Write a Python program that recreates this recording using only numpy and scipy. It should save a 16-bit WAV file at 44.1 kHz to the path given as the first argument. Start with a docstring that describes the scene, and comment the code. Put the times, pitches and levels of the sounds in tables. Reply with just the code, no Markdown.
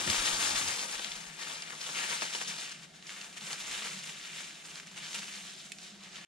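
"""Dry crumbs slide out of a thin plastic bag held left of a small camera in a kitchen; a fan drones throughout.
At first bag and arm stir the air: low-passed and banded noise thuds at two microphone ports, two sines boom.
Crumbs rush, then thin out in flicks: random impulses ring film bands, while creases snap and panels pop.
Midway the bag swings in front, shifting the phase between the ports.
Near the end a fingernail taps the bowl: tick, noise spray and decaying sines; then the level drops sharply."""
import sys
import numpy as np
from scipy import signal
from scipy.fft import rfft, irfft, next_fast_len
from scipy.io import wavfile
from scipy.ndimage import uniform_filter1d

SR = 44100
rng = np.random.default_rng(int(sys.argv[2]) if len(sys.argv) > 2 else 0)


def waveform_to_disk(signal):
    """Save audio, clipped to [-1, 1], as 16-bit WAV at the path in sys.argv[1]."""
    frames = np.transpose(np.atleast_2d(signal))
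    scaled = np.clip(frames, -1, 1) * 32767
    samples = np.round(scaled).astype(np.int16)
    wavfile.write(sys.argv[1], SR, samples)


def linear_from_db(decibels):
    """Turn decibels (scalar or array-like) into linear amplitude factors; 0 gives 1."""
    return 10 ** (np.asarray(decibels, float) / 20)


N = 276507

# bag position: t/s, left minus right/dB before the common offset LEAN_OFFSET_DB
BAG_LEAN = [(0.0, 4.5), (1.06, 4.5), (3.2, 1.5), (5.45, 1), (5.71, 0.5), (6.25, 0)]
# crumb slide as the bag tilts: t/s, level/dB
CRUMB_FLOW = [(0.0, -43), (0.4, -38.5), (0.72, -40.5), (0.88, -45.5), (1.35, -52), (1.55, -58), (1.77, -61),
              (2.05, -41.5), (2.6, -45.5), (2.76, -52.5), (2.92, -66), (3.33, -55.5), (3.75, -46.5),
              (4.2, -49.5), (4.55, -53.5), (4.85, -57.5), (5.25, -48), (5.72, -60), (5.97, -59.5),
              (6.25, -53)]
# wrist flicks, short rushes of crumbs: peak t/s, level/dB, fade/s
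WRIST_FLICKS = [(0.0, -39, 0.046), (0.124, -35.5, 0.21), (0.196, -39.5, 0.031), (0.268, -33, 0.062),
                (0.329, -38, 0.052), (0.445, -34.5, 0.13), (0.571, -35, 0.065), (0.632, -45, 0.034),
                (0.691, -39.5, 0.1), (0.804, -41.5, 0.067), (0.936, -42, 0.076), (1.045, -44.5, 0.1),
                (1.116, -46.5, 0.047), (1.17, -51, 0.097), (1.395, -47, 0.02), (1.42, -43, 0.054),
                (1.497, -44.5, 0.24), (1.612, -52, 0.051), (1.695, -48.5, 0.16), (1.812, -45, 0.023),
                (1.853, -43.5, 0.18), (1.986, -38.0, 0.13), (2.115, -39, 0.089), (2.225, -39, 0.052),
                (2.35, -42.5, 0.071), (2.419, -42, 0.032), (2.488, -40.5, 0.042), (2.523, -48.5, 0.056),
                (2.627, -46.5, 0.13), (2.718, -44.5, 0.016), (2.834, -53.5, 0.041), (2.961, -58, 0.064),
                (3.103, -53, 0.045), (3.11, -50, 0.17), (3.201, -51, 0.14), (3.375, -45.5, 0.022),
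                (3.473, -47, 0.17), (3.523, -42.5, 0.05), (3.607, -45.5, 0.062), (3.671, -44.5, 0.019),
                (3.739, -42.5, 0.18), (3.862, -43.5, 0.095), (3.966, -51, 0.1), (4.073, -47, 0.061),
                (4.254, -49, 0.082), (4.376, -46, 0.15), (4.489, -54, 0.067), (4.697, -53.5, 0.14),
                (4.778, -51, 0.071), (4.875, -53, 0.034), (4.978, -47, 0.047), (5.044, -46, 0.1),
                (5.151, -42.5, 0.1), (5.236, -49.5, 0.054), (5.338, -48.5, 0.12), (5.482, -50, 0.12),
                (5.595, -52, 0.076), (5.66, -54, 0.045), (5.843, -52, 0.13), (6.044, -53.5, 0.07),
                (6.163, -50.5, 0.088)]
# grip on the film: t/s, body re rustle level/dB, fine fizz re rustle level/dB
FILM_TENSION = [(0.0, -1.5, 2.5), (.2, -7.5, -1.5), (.4, -5.5, 0.5), (1.08, -8, -2), (1.3, -5.5, -2.5),
                (1.8, -7, -2), (2.35, -9.5, -2.5), (3.0, -9.5, -2), (3.25, -7.5, 0), (3.8, -10, -3),
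                (4.3, -13, -2), (4.68, -9, -0.5), (4.9, -9, -3.5), (5.55, -14, -1.5), (5.78, -11, 1),
                (5.95, -6.5, -4.5), (6.15, -7, -5.5)]
# strongest film ringing, shifts with grip: t/s, f/Hz
FILM_RINGING = [(0.0, 3540), (0.27, 3430), (0.4, 3670), (0.45, 3180), (0.58, 3720), (0.71, 2680),
                (0.79, 3970), (0.94, 2820), (1.16, 3420), (1.43, 2550), (1.55, 3070), (1.72, 2300),
                (1.77, 3300), (1.98, 2510), (2.13, 3150), (2.45, 3130), (2.7, 2750), (3.11, 2520),
                (3.5, 2840), (4.4, 2940), (4.78, 2740), (4.88, 3100), (4.99, 2310), (5.04, 3160),
                (5.47, 2920), (5.61, 3900), (5.67, 2800), (5.87, 3660), (6.04, 3120), (6.09, 2370),
                (6.16, 2870), (6.24, 2500)]
# film resonances: f/Hz, half width at -6 dB/Hz
FILM_PATCHES = [(1500, 350), (2200, 1430), (2800, 980), (3500, 780), (4500, 1950), (6000, 3500)]
# rustle colour: f/Hz, relative level/dB
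FILM_COLOUR = [(150, -26.5), (250, -13), (420, -14), (700, -10.5), (1350, -2), (1900, 0), (2700, -0.5),
               (3400, -0.5), (4300, 0.5), (5500, 1.5), (7300, -0.5), (8300, -5.5), (9300, -8.5),
               (11500, -22.5), (14200, -27.5), (15600, -39)]
# snapping creases: start t/s, level/dB, f/Hz, left minus right/dB, rattle level/dB
CREASE_SNAPS = [(0.0747, -23, 3480, 2, -4), (0.0993, -14, 4000, 4, -5), (0.7926, -28.5, 3800, -4, -1),
                (0.9931, -27, 3250, 1, -7), (1.0445, -24, 3320, 8, -7.5), (1.1181, -19, 3980, 2, -15.5),
                (1.2385, -36, 2600, 3, -11), (1.2975, -32, 2200, 6, -19), (1.7355, -33, 2000, 3, -18),
                (1.6213, -34, 2960, 4, 1), (1.6341, -34, 3000, 2, -7), (1.7045, -22.5, 2090, 5, -27),
                (1.7772, -40, 2950, -2, 0), (1.9899, -23, 2470, -5, -19), (2.3361, -19.5, 3380, 7, -16),
                (2.3487, -19, 3690, 1, -9), (2.6184, -33, 2970, 3, -9), (2.7244, -32, 2500, 1.5, -10),
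                (3.0245, -37, 2500, 0.4, -9), (3.068, -33, 5000, -2, -6), (3.0926, -26, 2100, 1.0, -16),
                (3.1023, -28, 2800, 0.4, -10), (3.212, -32.5, 3000, -1, -0.5),
                (3.2198, -38, 2600, 0.4, -10), (3.2439, -37, 3000, 0.4, -6), (3.4092, -33, 5000, 0.4, -7),
                (3.5294, -22.5, 3650, -2, -8), (3.58, -30, 2940, 1.0, -13), (4.4064, -42, 3000, 0.4, -12),
                (4.5072, -30.5, 2460, 1.0, -14), (4.7093, -40, 3500, 0.4, -4), (4.7558, -29, 2200, 0.4, -9),
                (4.7983, -27, 2200, 0.4, -14), (5.0459, -28, 3400, 1.5, -18), (5.0661, -26, 3200, 2, -18),
                (5.1297, -26, 4160, 3, -13), (5.7845, -45, 3590, -1.2, 3), (6.147, -37, 2750, -1.2, -16),
                (6.1567, -32, 2900, -1.2, -10), (6.1674, -29, 2600, -4, -20)]
# larger film panels popping through: start t/s, level/dB, wobble f/Hz, left minus right/dB
PANEL_POPS = [(0.072, -25, 880, 8), (0.395, -42, 832, 10), (0.993, -35, 450, 8), (1.702, -45, 705, 15),
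              (1.888, -32.5, 659, 2), (2.218, -22, 656, 6), (2.346, -29, 708, 7), (2.411, -31, 296, 10.5),
              (6.18, -49, 800, 0)]
# fingernail on bowl: start t/s, level/dB, left minus right/dB
NAIL_TAP = [(5.7184, -24, -5)]
# bowl modes: f/Hz, relative level/dB, T60/s
BOWL_MODES = [(2300, 0, 0.042), (2570, 8.5, 0.023), (3150, -11, 0.02), (3600, -2, 0.023), (4270, -5, 0.024),
              (7050, -6, 0.04), (7540, 0, 0.029), (8300, -10, 0.026)]
# port phase: f/Hz, left lead with bag aside/rad, left lead with bag in front/rad
PORT_LEAD = [(300, 0, 0), (690, -.4, -.2), (1030, -1.6, -.7), (2700, -1, -.3), (3950, 0, 0),
             (5200, 1.5, .7), (7400, 2.5, 1.5), (8300, 3.8, 3.2), (10700, 4.4, 3.6), (14500, 7.8, 5)]
# camera body shadow: f/Hz, left minus right/dB
PORT_SHADOW = [(200, 1), (500, 4), (1000, 7), (3000, 4), (6500, 0), (7400, -1), (8300, -4), (9300, 5),
               (12400, 3), (15000, 4)]
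# sound arriving via walls and bowl: f/Hz, share/1
SCATTER_SHARE = [(300, .2), (700, .55), (1300, .35), (2200, .45), (4000, .2), (6000, .5), (9000, .7),
                 (12500, .95)]
# hand closing on the full bag: peak t/s, thud level/dB, fade/s
GRAB_THUDS = [(.085, -44, 0.047)]
# faint deep thump of air as the bag moves: peak t/s, level/dB, fade/s
AIR_THUMPS = [(3.72, -82, .2)]
# full bag booming under the grab: peak t/s, level/dB, fade/s, f/Hz
BAG_BOOMS = [(.082, -40, 0.058, 204.7), (.095, -42, 0.036, 88.3)]
# gusts from arm and bag: peak t/s, rumble level/dB, fade/s
AIR_GUSTS = [(.19, -50, 0.063), (.35, -56.5, 0.079), (.56, -58.5, 0.065), (.97, -67, 0.17),
             (1.13, -60, .07), (1.3, -70, 0.11), (2.0, -74, .15), (2.49, -65, .08), (3.7, -74, .25)]
# fan air resonances: f/Hz, full width at -6 dB/Hz, relative level/dB
FAN_DRONE = [(165.4, 43.4, -4.5), (199.4, 37, -4)]
# drone swells: peak t/s, level/dB, fade/s
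DRONE_SWELLS = [(2.48, -53, 0.073), (2.8, -52, 0.084), (3.45, -52.5, 0.15), (3.9, -56.5, 0.42),
                (6.1, -60, 0.16)]
# room hiss colour: f/Hz, relative level/dB
KITCHEN_COLOUR = [(15, -44), (25, -12), (102, -15), (190, -6.5), (335, -5), (394, -4), (503, -15),
                  (714, -4.5), (988, -24), (1560, -12), (2610, -16), (3520, -11), (7920, -18.5),
                  (13200, -43), (16000, -45)]

KITCHEN_DB, FAN_DB, FAN_WAVER_DB = -59.5, -61, 1.5
LEAN_OFFSET_DB = 2.5
ROOM_T60_S = 0.11
FRONT_S, TURN_S = 2.6, 0.47  # middle and length of the swing to the front
SETTLED_S, SETTLE_FADE_S = 0.74, 0.058  # middle and length of the fade of the stirring
STIR_THUD_DB, STIR_THUMP_DB = -55.5, -61.5
STILL_THUMP_DB, STILL_RUMBLE_DB = -93.5, -94
RISE_SHARE = 0.57  # burst rise time re its fade time
SLIPS_PER_S, SLIP_FADE_S = 60, 0.015
END_S, END_FADE_S = 6.25, 0.00093

SIZE = next_fast_len(N + SR)
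HZ = np.maximum(np.arange(SIZE // 2 + 1) * SR / SIZE, 1)
TIME = np.arange(N) / SR
SIGNS = np.array([[1], [-1]])  # left, right
HALVES = SIGNS / 2  # splits a left minus right difference


def over_hz(table, order=1):
    """One table column interpolated over log frequency."""
    rows = np.array(table)
    return np.interp(np.log(HZ), np.log(rows[:, 0]), rows[:, order])


def over_time(table):
    """Table columns interpolated at every sample."""
    s, *columns = np.transpose(table)
    return [np.interp(TIME, s, column) for column in columns]


def shape(x, response):
    """Filter by a frequency response."""
    return irfft(rfft(x, SIZE) * response, SIZE)[..., :N]


def unit(x):
    """Scale to rms 1."""
    return x / np.sqrt(np.mean(x ** 2))


def bandpass(x, lo_hz, hi_hz):
    """Fourth-order Butterworth band."""
    return signal.sosfilt(signal.butter(2, [lo_hz, hi_hz], "band", fs=SR, output="sos"), x)


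def walk(rate_hz):
    """Random levels held 1 / rate_hz and slewed twice; rms 1."""
    hold = int(SR / rate_hz)
    steps = np.repeat(rng.standard_normal(N // hold + 1), hold)
    return unit(uniform_filter1d(uniform_filter1d(steps, hold), hold)[:N])


def bursts(table):
    """Amplitude of bell-shaped bursts, 20 dB down one fade time after the peak; powers add."""
    t = TIME[::64]
    s, db, fade_s = np.transpose(table)[:, :, None]
    away = (t - s) / (fade_s * np.where(t < s, RISE_SHARE, 1))
    power = np.sum(linear_from_db(db - 20 * away ** 2) ** 2, axis=0)
    return np.interp(TIME, t, np.sqrt(power))


def at_ports(x, share):
    """Direct sound shadowed by the camera body, plus a short scattered tail unlike at each port."""
    t = np.arange(SR // 2) / SR
    tail = rfft(rng.standard_normal((2, len(t))) * linear_from_db(-60 * t / ROOM_T60_S), SIZE)
    # many paths smear the time but leave the colour even
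    tail = tail / np.abs(tail)
    shadow = linear_from_db(HALVES * over_hz(PORT_SHADOW))
    return shape(x, shadow * (np.sqrt(1 - share) + np.sqrt(share) * tail))


def port_phase(x):
    """Phase between the ports by frequency, crossfaded as the bag swings from the side to the front."""
    aside, ahead = (shape(x, np.exp(1j * HALVES * over_hz(PORT_LEAD, order=k))) for k in (1, 2))
    turn = np.clip((TIME - FRONT_S) / TURN_S + .5, 0, 1)
    return (1 - turn) * aside + turn * ahead


def slips():
    """Crumbs let go in random sudden jumps that each die away; mean 0, rms 1."""
    jumps = (rng.random(N) < SLIPS_PER_S / SR) * rng.exponential(size=N)
    x = signal.lfilter([1], [1, -np.exp(-1 / (SLIP_FADE_S * SR))], jumps)
    return unit(x - x.mean())


def crumbs(per_s, spread_db, flutter_db, slip):
    """Impacts at random moments, a few much harder than the rest, bunched in quick slips."""
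    hit = rng.random(N) < per_s / SR
    size = linear_from_db(spread_db * np.minimum(rng.exponential(size=N), 5.0))
    bunching = linear_from_db(flutter_db * np.minimum(slip, 2.4))
    return unit(hit * size * rng.standard_normal(N) * bunching)


def film_patches(slip, share):
    """Struck film resonances; the patch nearest the present tension rings most."""
    (ring_hz,) = over_time(FILM_RINGING)
    middle = 0
    for hz, width_hz in FILM_PATCHES:
        nearness = np.exp(-(np.log(hz / ring_hz) / 0.36) ** 2)
        # the emptier the bag, the freer its film rings
        taut = linear_from_db((5.0 + 0.68 * TIME) * nearness + 1.34 * walk(14))
        patch_slip = 0.52 * (slip + slips())
        hits = crumbs(per_s=2000, spread_db=2.0, flutter_db=2.5, slip=patch_slip)
        resonance = 1 / (1 + 1j * (HZ - hz) / width_hz) ** 2
        middle = middle + shape(at_ports(hits * taut, share), linear_from_db(over_hz(FILM_COLOUR)) * resonance)
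    # the hand sets the loudness, whichever patch rings
    return middle / np.sqrt(uniform_filter1d(np.mean(middle ** 2, axis=0), size=2200))


def rustle():
    """Crumb impacts excite the film's low body, middle resonances and high fizz."""
    level = np.hypot(linear_from_db(over_time(CRUMB_FLOW)[0]), bursts(WRIST_FLICKS))
    body_db, fizz_db = over_time(FILM_TENSION)
    share, slip = over_hz(SCATTER_SHARE), slips()
    coarse = sum(at_ports(crumbs(per_s=4000, spread_db=3.0, flutter_db=2.5, slip=slip), share)
                 for stream in range(2))
    fine = sum(at_ports(crumbs(per_s=2500, spread_db=3.5, flutter_db=1.5, slip=slip), share)
               for stream in range(5))
    colour = linear_from_db(over_hz(FILM_COLOUR))
    body = unit(shape(coarse, colour / (1 + (HZ / 1300) ** 4)))
    fizz = unit(shape(fine, colour / (1 + (6800 / HZ) ** 6)))
    middle = film_patches(slip, share)
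    return level * (linear_from_db(body_db) * body + linear_from_db(2.5) * middle + linear_from_db(fizz_db) * fizz)


def blows(table, length_s, pulse, panned):
    """One short sound per table row, leaning left or right by column panned."""
    out, t = np.zeros((2, N)), np.arange(int(length_s * SR)) / SR
    for row, noise in zip(table, rng.standard_normal((len(table), len(t)))):
        s, db, pan_db = row[0], row[1], row[panned]
        sound = pulse(t, *row[2:panned], noise, *row[panned + 1:])
        start = int(s * SR)
        out[:, start:start + len(t)] += linear_from_db(db + HALVES * pan_db) * sound
    return out


def snap(t, hz, noise, ring_db):
    """A crease flips in one sharp cycle, then the film rattles for a few milliseconds."""
    late = np.maximum(t - .0012, 0)
    flip = np.sin(2 * np.pi * hz * late) * np.exp(-late * hz * 1.7)
    rattle = unit(bandpass(noise, 1850, 7400)) * np.exp(-late / 0.0017) * (late > 0)
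    return bandpass(1.13 * flip + linear_from_db(ring_db) * rattle, 1440, 12000)


def pop(t, hz, noise):
    """A panel pushes air once in a short blunt pulse, wobbles and shivers."""
    late = np.maximum(t - .0035, 0)
    push = -np.sin(np.pi * np.minimum(late / 0.00029, 1)) ** 2
    wobble = np.sin(2 * np.pi * hz * late) * np.exp(-late / 0.00052)
    shiver = unit(bandpass(noise, 240, 1650)) * np.exp(-late / 0.0093) * (late > 0)
    mix = 2.2 * push + 0.44 * wobble + 0.21 * shiver
    return bandpass(bandpass(mix, 240, 4400), 150, 8000)


def tap(t, noise):
    """A hard tick, a spray of near echoes and the brief ring of the bowl."""
    late = np.maximum(t - .0012, 0)
    tick = np.sin(2 * np.pi * 5000 * late) * np.exp(-late / 0.000072)
    spray = unit(bandpass(noise, 1700, 8000)) * np.exp(-late / 0.0034) * (late > 0)
    ring = sum(linear_from_db(db - 60 * late / t60_s) * np.sin(2 * np.pi * hz * late) for hz, db, t60_s in BOWL_MODES)
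    mix = 1.5 * tick + 0.2 * spray + 0.14 * ring
    return bandpass(bandpass(mix, 2100, 11500), 2000, 18000)


def air(response, unlike):
    """Coloured noise, partly common to both ports, a little stronger at the left."""
    mid, side = rng.standard_normal((2, N))
    return unit(shape(mid + unlike * side * SIGNS, response) * linear_from_db(0.56 * HALVES))


def swing():
    """Air moved by bag and arm buffets the ports; the full bag booms under the grab."""
    thud = air(1 / (1 + ((HZ - 230) / 140) ** 4), 0.54)
    thump = air(1 / (1 + ((HZ - 90) / 19) ** 6), 0.14)
    rumble = air(1 / (1 + ((HZ - 30) / 14) ** 4), 0.27)
    stir = np.clip((SETTLED_S - TIME) / SETTLE_FADE_S + .5, 0, 1) * linear_from_db(1.6 * walk(11.0))
    boom = sum(bursts([row[:3]]) * np.sin(2 * np.pi * row[3] * TIME) for row in BAG_BOOMS)
    thud_level = bursts(GRAB_THUDS) + linear_from_db(STIR_THUD_DB) * stir
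    thump_level = bursts(AIR_THUMPS) + linear_from_db(STIR_THUMP_DB) * stir + linear_from_db(STILL_THUMP_DB)
    rumble_level = bursts(AIR_GUSTS) + linear_from_db(STILL_RUMBLE_DB)
    return boom * linear_from_db(1.2 * SIGNS) + thud_level * thud + thump_level * thump + rumble_level * rumble


def kitchen():
    """Steady room hiss and a fan whose air resonances swell and fade."""
    drone = sum(linear_from_db(db + 2.0 * walk(9)) * air(1 / (1 + ((HZ - hz) / width_hz * 2) ** 4), 0.12)
                for hz, width_hz, db in FAN_DRONE)
    drone_level = np.hypot(linear_from_db(FAN_DB + FAN_WAVER_DB * walk(2.92)), bursts(DRONE_SWELLS))
    hiss = air(linear_from_db(over_hz(KITCHEN_COLOUR)), 0.61)
    return drone_level * drone + linear_from_db(KITCHEN_DB) * hiss


def scene():
    """Bag, creases, tap and room together."""
    lean_db = (over_time(BAG_LEAN)[0] - LEAN_OFFSET_DB) * HALVES
    creases = blows(CREASE_SNAPS, .03, snap, panned=3) + blows(PANEL_POPS, .05, pop, panned=3)
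    # the microphone dulls the top of the creases
    hits = shape(creases, 1 / (1 + (HZ / 11000) ** 4))
    nail = blows(NAIL_TAP, .06, tap, panned=2)
    echo = linear_from_db(-6.5) * at_ports((hits + nail).mean(axis=0), 0.91)
    bag = port_phase(linear_from_db(lean_db) * rustle() + hits + echo)
    return bag + nail + kitchen() + swing()


def band_limit(x):
    """A steep low-pass at the top of the band."""
    return signal.sosfilt(signal.butter(12, 15720, fs=SR, output="sos"), x)


def record(dry):
    """Just short of the end the level falls to 3 percent within a millisecond."""
    mix = dry * np.clip((END_S - TIME) / END_FADE_S, .03, 1)
    return band_limit(mix)


dry = scene()
out = record(dry)
waveform_to_disk(out)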